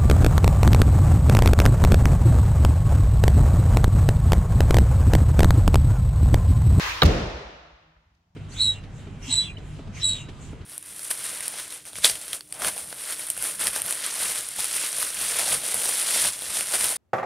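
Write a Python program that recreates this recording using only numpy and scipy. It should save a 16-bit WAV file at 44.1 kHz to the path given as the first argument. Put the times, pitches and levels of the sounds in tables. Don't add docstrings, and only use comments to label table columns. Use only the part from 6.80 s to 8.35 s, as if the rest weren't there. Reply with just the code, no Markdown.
import sys
import numpy as np
from scipy import signal
from scipy.fft import rfft, irfft
from scipy.io import wavfile
from scipy.ndimage import uniform_filter1d

SR = 44100
rng = np.random.default_rng(int(sys.argv[2]) if len(sys.argv) > 2 else 0)


def convert_level_to_amplitude(level_db):
    exponent = np.asarray(level_db, float) / 20
    return 10 ** exponent


def master_out(mix):
    frames = np.transpose(np.atleast_2d(mix))
    ceiling = np.clip(frames, -1, 1)
    pcm = np.round(ceiling * 32767).astype(np.int16)
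    wavfile.write(sys.argv[1], SR, pcm)


N = 68355
HALF_OCTAVES = 40 * 2 ** np.arange(0, 8.7, 0.5)
THIRD_OCTAVES = 125 * 2 ** np.arange(0, 7.1, 1 / 3)
FALL_BEND_DB = 6
LEFT_RIGHT = np.array([[1.0], [-1.0]])


def read(table, hz, col=1):
    table = np.array(table)
    return np.interp(np.log(hz), np.log(table[:, 0]), table[:, col])


def ring(push, hz, t60, turn=0):
    pole = np.exp(2j * np.pi * hz / SR - np.log(1000) / (t60 * SR))
    swing = signal.lfilter([1], [1, -pole], push)
    return (swing * np.exp(1j * turn)).imag


def band(hz, octaves=0.58):
    f = np.arange(N // 2 + 1) * SR / N + 1
    shape = np.exp(-(np.log2(f / hz) / octaves) ** 2 * 2)
    mid, side = irfft(rfft(rng.standard_normal((2, N))) * shape, N)
    width = np.clip(hz / 800, 0.11, 1) ** 1.2
    noise = mid + width * side * LEFT_RIGHT
    return noise / np.std(noise)


def walk(rate):
    k = int(SR / rate)
    steps = np.repeat(rng.standard_normal(N // k + 1), k)
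    return 1.3 * uniform_filter1d(uniform_filter1d(steps, k), k)[:N]


def burst(t, start, length):
    return (t >= start) * np.exp(-np.maximum(t - start, 0) / length)


def contact(t, start, length):
    return np.pi * np.clip((t - start) / length, 0, 1)


def thump(t, s, db, hz, cycles):
    swell = np.exp(-((t - s) * hz / cycles) ** 2)
    return convert_level_to_amplitude(db) * swell * np.sin(2 * np.pi * hz * (t - s))


# time in seconds, level in dB.
RUSH_LEVEL = [
    (0.0, -34),
    (0.07, -32.5),
    (0.21, -40),
]
# pitch in Hz, level in dB per Hz.
RUSH_COLOUR = [(120, -36), (250, -17), (580, -6), (800, -6.5), (930, 5), (1250, 0), (1750, 1), (2400, -0.5),
               (5500, -8.5), (15800, -26.5)]


def rush(t):
    s, db = np.array(RUSH_LEVEL).T
    shape_db = np.interp(t, s, db) - db.max()
    since = np.maximum(t - s[-1], 0)
    scrape = 0
    for hz in THIRD_OCTAVES:
        fade = shape_db * (1.4 if hz > 6000 else 1)
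        tail = -60 * since / read(HALL_MODES, hz, col=2) - FALL_BEND_DB * t ** 2
        colour = read(RUSH_COLOUR, hz) + 10 * np.log10(hz / 6000)
        grain = 1.2 * walk(49)
        scrape = scrape + band(hz, 1 / 3) * convert_level_to_amplitude(colour + fade + tail + grain)
    scrape = scrape + convert_level_to_amplitude(-4 + 3.8 * shape_db - 100 * since) * band(1700, 0.35)
    swing_air = convert_level_to_amplitude(-42.5 - 60 * t / 2.0) * band(60, 1.0)
    return scrape * convert_level_to_amplitude(db.max()) + swing_air


# pitch in Hz, level in dB per Hz.
HISS_COLOUR = [(120, -5.5), (250, -3.5), (450, -15), (820, -10.5), (1400, -22), (6500, -20), (8500, -32),
               (15800, -36.5)]
# time in seconds, pitch in Hz, level in dB, level an octave up in dB.
HUM = [
    (0, 157, -58.5, -60.5),
    (0.851, 157.4, -69.5, -70),
    (1.1, 158.4, -68, -76),
    (1.2, 162.5, -71, -89),
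    (1.38, 163.4, -80, -87),
    (1.501, 174.6, -73.5, -90),
    (1.55, 173.1, -64.5, -98),
]
# time in seconds, level in dB, pitch in Hz.
RUSTLES = [
    (1.167, -62, 1000),
    (1.352, -76, 4500),
    (1.375, -82, 4000),
    (1.415, -82, 3000),
]


def hiss():
    noise = sum(band(hz) * convert_level_to_amplitude(read(HISS_COLOUR, hz) + 10 * np.log10(hz) + walk(10))
                for hz in HALF_OCTAVES[3:])
    return noise / noise.std() * convert_level_to_amplitude(-78)


def idle_engine():
    turns = np.cumsum(21.6 * (1 + 0.1 * walk(12))) / SR
    kicks = np.diff(np.floor(turns), prepend=0) * convert_level_to_amplitude(3 * walk(30))
    engine = ring(kicks, 67, 0.06)
    return engine / engine.std() * convert_level_to_amplitude(-69.5)


def machine_hum(t):
    s, hz, db, octave_db = np.array(HUM).T
    phase = 2 * np.pi * np.cumsum(np.interp(t, s, hz) * (1 + 0.012 * walk(50))) / SR
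    wobble = convert_level_to_amplitude(2.5 * walk(40))
    note = convert_level_to_amplitude(np.interp(t, s, db)) * np.sin(phase)
    octave = convert_level_to_amplitude(np.interp(t, s, octave_db)) * np.sin(2 * phase)
    return 1.1 * wobble * (note + octave)


def background(t):
    rumble = convert_level_to_amplitude(-75) * band(81, 0.81)
    traffic = convert_level_to_amplitude(-59 - 81 * (1.79 - t)) * band(762.6, 0.91)
    rustle = sum(convert_level_to_amplitude(db) * np.exp(-((t - s) / 0.0054) ** 2) * band(hz, 1.458) for s, db, hz in RUSTLES)
    return hiss() + idle_engine() + rumble + machine_hum(t) + traffic + rustle


# time in seconds, level in dB, pitch in Hz.
LOW_THUMPS = [(.028, -39.5, 58), (.085, -51, 55), (.127, -41.5, 78), (0.163, -44, 55), (.30, -22, 55),
              (.372, -23, 52), (.42, -26, 62), (.47, -30, 45), (.555, -34, 62), (.668, -40, 55),
              (.745, -51, 50), (.815, -54, 60), (0.884, -55.5, 68), (.94, -50.5, 56), (1.178, -57.5, 54),
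              (1.276, -60.5, 69.9), (1.325, -65.5, 55)]


def low_thumps(t):
    cabin_air = thump(t, 0.2612, -8, 74, 0.95)
    return cabin_air + sum(thump(t, *row, 1.1) for row in LOW_THUMPS)


# time in seconds, level in dB, brightness from -1 to 1,
# left over right in dB.
LATCH_TOUCHES = [
    (0.2183, -18, 0.34, -3),
    (.2195, -14.5, 0.74, -18.5),
    (0.2208, -9.5, .4, -4),
    (.2221, -14, 0.54, 8.5),
    (.2233, -11, -0.55, -3),
    (0.2242, -11.5, 0.21, -1.5),
    (0.2301, -18.5, -.3, 4),
    (0.2311, -17.5, 0.00091, 6),
    (0.2328, -14, 0.16, -5.5),
]
# pitch in Hz, level in dB, time to fall 60 dB in seconds.
LATCH_MODES = [(498, -7, .05), (680, -10, 0.035), (940, -13, .02), (1197, -7.5, 0.024), (1380, -4.5, .02),
               (1700, -7.5, 0.013), (2170, -9, 0.0087), (2820, -8, 0.013), (3790, -2, 0.0086),
               (4350, -10.5, .01), (5200, -16, .008)]
# time in seconds, level in dB, length in seconds.
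SNAPS = [
    (0.2175, -41.5, 0.00095),
    (0.2296, -26.5, .0015),
    (0.232, -18, .001),
    (.2350, -28.5, .004),
]


def latch(t):
    out = np.zeros((2, N))
    touch_s = 0.00018
    for s, db, bright, pan_db in LATCH_TOUCHES:
        tick = convert_level_to_amplitude(db) * np.sin(contact(t, s, touch_s)) ** 2 * 3 / (touch_s * SR)
        for k, (hz, mode_db, t60) in enumerate(LATCH_MODES):
            tilt = np.log2(hz / 1800)
            pan = LEFT_RIGHT * pan_db * (1 + tilt) / 4
            turn = np.array([[1.7 * min(hz / 2000, 1)], [0]])
            level = (-1) ** k * convert_level_to_amplitude(mode_db + 6 * bright * tilt + pan)
            out += level * ring(tick, hz, t60, turn)
    snaps = sum(convert_level_to_amplitude(db) * burst(t, s, length) for s, db, length in SNAPS) * band(5000, 4.5)
    buzz_start, buzz_length = 0.2505, 0.018
    buzz_shape = np.clip(1 - (2 * (t - buzz_start) / buzz_length - 1) ** 4, 0, 1)
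    buzz = buzz_shape * convert_level_to_amplitude(-29 + 1.3 * walk(900)) * band(3000, 2.1)
    return out + (snaps + buzz) * convert_level_to_amplitude(-2.2 * LEFT_RIGHT)


# pitch in Hz, level in dB, time to fall 60 dB in seconds.
HALL_MODES = [(60, -24.5, 0.69), (150, -28, 0.88), (309.3, -27, .85), (510, -25.5, 1.178),
              (906, -35.5, 1.76), (1960, -37.5, 1.835), (4500, -37.5, 1.5), (12000, -51.5, 0.41)]


def hall(t):
    since = np.maximum(t - 0.222, 0)
    wash = 0
    for hz in HALF_OCTAVES:
        fall = 60 * since / read(HALL_MODES, hz, col=2) + FALL_BEND_DB * since ** 2
        wash = wash + band(hz) * convert_level_to_amplitude(read(HALL_MODES, hz) - fall)
    return wash * (1 - np.exp(-since / 0.02))


# time in seconds, level in dB, contact in seconds,
# push direction and strength.
BLOWS = [
    (0.2314, -18, 0.001, 0.89),
    (0.2332, -14, 0.003, -0.88),
    (.2400, -13, 0.0024, -1),
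    (0.2477, -22, 0.0044, 0.71),
    (0.2539, -16, 0.0044, -1.2),
    (.2610, -10.5, 0.004, 0.84),
]
# pitch in Hz, level in dB, time to fall 60 dB in seconds.
BODY_MODES = [(52, -14, .5), (81, -13.5, .1), (114.73, -10, .3), (153.3, -5, .2), (175.9, -4, 0.62),
              (205, -6, .2), (274.7, -10.5, 0.43), (287.2, -10.5, 0.39), (422, -8, 0.89), (486.7, -14, 0.1),
              (591, -10, .25), (680, -15.5, .2)]


def thud(t):
    push = sum(way * convert_level_to_amplitude(db) * np.sin(contact(t, s, length)) / (length * SR)
               for s, db, length, way in BLOWS)
    out = 0
    for k, (hz, db, t60) in enumerate(BODY_MODES):
        turn = 0.12 * np.log2(hz / 30) * (-1) ** k * LEFT_RIGHT / 2
        out = out + convert_level_to_amplitude(db) * ring(push, hz, t60, turn)
    return out


def scene():
    t = np.arange(N) / SR
    return rush(t) + background(t) + low_thumps(t) + latch(t) + hall(t) + thud(t)


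def roll_off(x):
    return signal.sosfilt(signal.butter(12, 15940, fs=SR, output="sos"), x)


# pitch in Hz, gain in dB.
MIC = [(6800, 0), (8200, -5.5), (15800, 1.5), (16200, -29.5)]


def record(dry):
    dry = signal.sosfilt(signal.butter(2, 37.5, "high", fs=SR, output="sos"), dry)
    hz = np.arange(N + 1) * SR / N / 2 + 1
    heard = irfft(rfft(dry, 2 * N) * convert_level_to_amplitude(read(MIC, hz)), 2 * N)[:, :N]
    mix = np.tanh(0.59 * heard) / 0.5
    return roll_off(mix)


dry = scene()
out = record(dry)
master_out(out)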